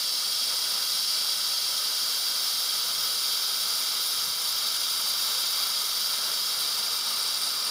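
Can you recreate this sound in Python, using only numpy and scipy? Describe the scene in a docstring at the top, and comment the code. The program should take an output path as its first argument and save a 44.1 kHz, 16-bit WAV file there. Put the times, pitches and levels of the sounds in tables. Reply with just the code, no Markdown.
"""Draining an air compressor

Compressed air hisses steadily from the open drain valve under a tank on a concrete floor.
The turbulent jet rings the valve and the gap under the tank, flutters, spits condensate, and roars
softly where it meets the floor. A hand-held microphone drifts through the standing waves, so the
colour of the hiss shifts; the hand adds a few faint bumps."""
import sys
import numpy as np
from scipy import signal
from scipy.fft import rfft, irfft, next_fast_len
from scipy.io import wavfile

SR = 44100
rng = np.random.default_rng(int(sys.argv[2]) if len(sys.argv) > 2 else 0)


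def master(y):
    """Save y as 16-bit WAV."""
    cut = np.clip(np.atleast_2d(y).T, -1, 1)
    pcm = np.round(cut * 32767)  # scale
    wavfile.write(sys.argv[1], SR, pcm.astype(np.int16))


N = 339684
FRAME = 2048  # samples per short spectrum
TIME = np.arange(N) / SR
FREQS = np.maximum(np.fft.rfftfreq(FRAME, 1 / SR), 1)[:, None]


def undb(db):
    """Decibels to gain."""
    return 10 ** (np.asarray(db) / 20)


def eq_curve(points):
    """Gain at FREQS through (f/Hz, level/dB) points."""
    hz, db = np.transpose(points)
    return undb(np.interp(np.log(FREQS), np.log(hz), db))


def noise(tone):
    """Noise of steady rms 1, coloured by tone (frequency x frame)."""
    spectra = signal.stft(rng.standard_normal(N), nperseg=FRAME)[2]
    tone_rms = np.sqrt(np.mean(tone ** 2, axis=0))
    x = signal.istft(spectra * tone / tone_rms, nperseg=FRAME)[1][:N]
    return x / x.std()


def wander(hz):
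    """Random modulation of spread 1, mostly slower than hz."""
    size = next_fast_len(N)
    rolloff = 1 + (np.fft.rfftfreq(size, 1 / SR) / hz) ** 4
    x = irfft(rfft(rng.standard_normal(size)) / rolloff, size)[:N]
    return x / x.std()


def swell(at_s, spread_s):
    """Bell-shaped envelope of height 1."""
    return np.exp(-.5 * ((TIME - at_s) / spread_s) ** 2)


def swells_db(table):
    """Level ride in dB, one swell per row."""
    return sum(db * swell(at_s, spread_s) for at_s, db, spread_s in table)


# Bumps of the hand: t/s, level/dB, spread/s
HAND_BUMPS = [(2.9, -66, .055), (3.01, -60, .04), (4.213, -62, .03), (4.29, -53, .02), (4.53, -64, .04)]
# Their dull, bassy tone: f/Hz, level/dB
BUMP_EQ = [(20, -19), (55, -8), (110, 4), (170, 1), (210, -9), (280, -20), (600, -45)]
def hand_bumps():
    """Soft thuds travel from the hand through the microphone body."""
    envelope = sum(undb(db) * swell(at_s, spread_s) for at_s, db, spread_s in HAND_BUMPS)
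    return envelope * noise(eq_curve(BUMP_EQ))


def near_echoes(onset_s, decay_s):
    """Spectrum of many faint reflections off hose, boots and tank, at power 1."""
    t = np.arange(FRAME) / SR
    fade_in = 1 - np.exp(-(t / onset_s) ** 2)
    echoes = rng.standard_normal(FRAME) * np.exp(-t / decay_s) * fade_in
    return rfft(echoes / np.linalg.norm(echoes))[:, None]


# Path of the microphone: t/s, sideways (-1..1), forward (-1..1)
MIC_PATH = [(0, -1, 0.23), (1.4, -0.85, 0.011), (2.8, -.13, -0.46), (5.3, .88, -0.26), (6.3, .24, -0.25),
            (7, .7, 0.81), (7.7, 0.64, 1)]
def mic_position(t):
    """Sideways and forward position of the drifting hand at the times t."""
    times, sideways, forward = np.transpose(MIC_PATH)
    return np.interp(t, times, sideways), np.interp(t, times, forward)


# Broad noise bed of the free jet: f/Hz, level/dB
JET_EQ = [(30, -52.1), (60, -56), (110, -29.5), (200, -28.5), (400, -25), (1000, -18.9), (1900, -32),
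          (3000, -25.5), (5000, -24.8), (8000, -29.5), (12500, -32.7), (15400, -35.5)]
# Resonances of the valve and the gap under the tank:
# f/Hz, width/Hz, level/dB, change/dB per unit sideways, change/dB per unit forward
RESONANCES = [(206, 71, -25.5, 0, 2), (497, 160, -22.0, 0.5, -1), (630, 54, -22.5, 1.5, -3),
              (947, 70, -19.5, 7.5, -1), (1282, 298, -11.0, 2, 0), (1440, 310, -17.5, -2, -6),
              (2100, 1260, -18.0, 1.5, -1), (2375, 120, -19, 4, 0.5), (2825, 300, -14.5, 1, 2),
              (3067, 92, -9.5, 2, -1.5), (3281, 272, -6.0, 0, -1), (3718, 220, -5.5, 3.5, -0.5),
              (3927, 290, -7, 1.5, 1), (4149, 375, -8.0, 0.5, 0), (4540, 256, -3.0, -0.5, 1),
              (4754, 295, -2, 1.5, 1), (4916, 260, -2, 1.5, -0.5), (5288, 424, -3.5, 0, 0),
              (5594, 482, -10.5, 1, 1), (6150, 350, -14, 1, -1), (6450, 380, -13.5, 1, -2.5),
              (6760, 211, -16.0, 3.5, -2), (7330, 1270, -18, 1.5, -0.5), (9100, 1500, -14.5, 1.5, 1.5),
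              (9550, 730, -12.0, 0, -1.5), (10710, 1670, -13.5, 2, -2), (11970, 732, -18, 1.5, -2),
              (13560, 1330, -13.5, 5, -2), (14750, 620, -11.5, 2, -2.5)]
# Notches where paths round the tank cancel:
# f/Hz, width/Hz, depth/dB, change/dB per unit sideways, change/dB per unit forward
NOTCHES = [(1900, 79, 10.5, 5, -2), (2495, 130, 7, 0.5, -3), (2983, 49, 10, 0, 3), (4305, 61, 5.5, 1, 5),
           (5024, 83, 3, 1.5, -2), (6670, 59, 6.5, 7, -4), (8130, 284, 0.5, 4, -2.5),
           (10020, 280, 4.5, 2.5, 0), (12464, 212, 3.5, -1.0, -3.0), (12772, 132, 5, -4.5, 2.5),
           (13500, 285, -0.5, 5.0, 4.0), (14391, 177, 1, 2, 5.0)]
def standing_waves():
    """Tone of the jet (frequency x frame): peaks, notches and echoes shift as the microphone drifts."""
    frame_times = signal.stft(np.zeros(N), SR, nperseg=FRAME)[1]
    sideways, forward = mic_position(frame_times)
    power = eq_curve(JET_EQ) ** 2
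    for hz, width, db, sideways_db, forward_db in RESONANCES:
        peak = undb(db + sideways_db * sideways + forward_db * forward)
        detuning = (FREQS / hz - hz / FREQS) * hz / width
        power = power + (peak / (1 + detuning ** 2)) ** 2
    cut_db = 0
    for hz, width, db, sideways_db, forward_db in NOTCHES:
        depth_db = db + sideways_db * sideways + forward_db * forward
        cut_db += depth_db / (1 + (2 * (FREQS - hz) / width) ** 2)
    echoes = sum(weight * near_echoes(onset_s=0.0027, decay_s=0.0059)
                 for weight in (1, sideways, forward))
    echo_gain = eq_curve([(1000, -19), (5000, -14), (12000, -11)])  # short waves feel a move most
    ripple = np.abs(1 + echo_gain * echoes)
    return np.sqrt(power) * undb(-cut_db) * ripple


def floor_roar(tone, flutter, start_db=-43.5, rise_db_per_s=0.407):
    """Lows and mids: big eddies hit the floor in a soft, slowly growing roar."""
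    return noise(tone) * undb(start_db + rise_db_per_s * TIME + 0.23 * flutter + 0.67 * wander(7.8))


def valve_ring(tone, flutter, spit_db, start_db=-28, sag_db_per_s=0.13):
    """Body of the hiss: turbulence rings the valve, sagging as the tank empties."""
    level_db = start_db - sag_db_per_s * TIME + 0.25 * flutter + 0.45 * wander(70) + 0.2 * spit_db
    return noise(tone) * undb(level_db)


# Wet spells, when condensate reaches the valve: t/s, added sputter depth/dB, spread/s
WET_SPELLS_AT_VALVE = [(4.5, 1.27, 0.9), (7.2, 1.7, .35)]
def lip_hiss(tone, flutter, spit_db, level_db, beam_loss_db, dry_sputter_db=0.53):
    """Top end: small eddies sputter at the lip and beam their hiss; moving forward leaves the beam."""
    _, forward = mic_position(TIME)
    depth_db = dry_sputter_db + swells_db(WET_SPELLS_AT_VALVE)
    sputter = 0.34 * flutter + 0.72 * wander(100) + 0.55 * wander(11)
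    return noise(tone) * undb(level_db - beam_loss_db * forward + depth_db * sputter + spit_db)


# Drops of condensate blown out: t/s, treble boost/dB, spread/s
CONDENSATE_SPITS = [(4.09, 2.3, .02), (4.675, 4, 0.011), (6.603, 2.6, 0.014)]
# Brief surges and lulls of the whole outflow: t/s, level/dB, spread/s
FLOW_SURGES = [(.1, -0.5, .2), (.8, 0.3, 0.44), (3.75, 0.3, 0.12), (4.35, -0.8, 0.092), (5.4, 0.9, 0.16)]
def air_jet(tone, crossovers_hz=(2200, 7800, 11300)):
    """Escaping air in four bands that flutter together: roar, ring, fine and finest eddies."""
    below_ring, below_fine, below_finest = (1 / (1 + (FREQS / hz) ** 16) for hz in crossovers_hz)
    ring_tone = tone * np.sqrt((1 - below_ring) * below_fine)
    fine_tone = tone * np.sqrt((1 - below_fine) * below_finest)
    finest_tone = tone * np.sqrt(1 - below_finest)
    spit_db = swells_db(CONDENSATE_SPITS)
    flutter = wander(27)  # the whole jet flaps
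    air = floor_roar(tone * np.sqrt(below_ring), flutter)
    air += valve_ring(ring_tone, flutter, spit_db)
    air += lip_hiss(fine_tone, flutter, spit_db, level_db=-38, beam_loss_db=0.8)
    air += lip_hiss(finest_tone, flutter, spit_db, level_db=-39, beam_loss_db=2)
    return air * undb(swells_db(FLOW_SURGES))


# Stereo width, the diffuse sides relative to the centre: f/Hz, level/dB
SIDE_EQ = [(200, -18), (1300, -19.5), (2500, -18.5), (3700, -21), (4800, -23.5), (6500, -18), (14000, -17)]
def scene():
    """Jet and bumps in the centre, a little diffuse hiss to the sides."""
    tone = standing_waves()
    mid = air_jet(tone) + hand_bumps()
    diffuse = signal.stft(air_jet(tone), nperseg=FRAME)[2] * eq_curve(SIDE_EQ)
    side = signal.istft(diffuse, nperseg=FRAME)[1][:N]
    return np.array([mid + side, mid - side])


def record(dry):
    """A steep high cut takes off the very top of the hiss."""
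    cutoff_hz = 15650
    return signal.sosfilt(signal.ellip(12, .1, 80, cutoff_hz, fs=SR, output="sos"), dry)


dry = scene()
out = record(dry)
master(out)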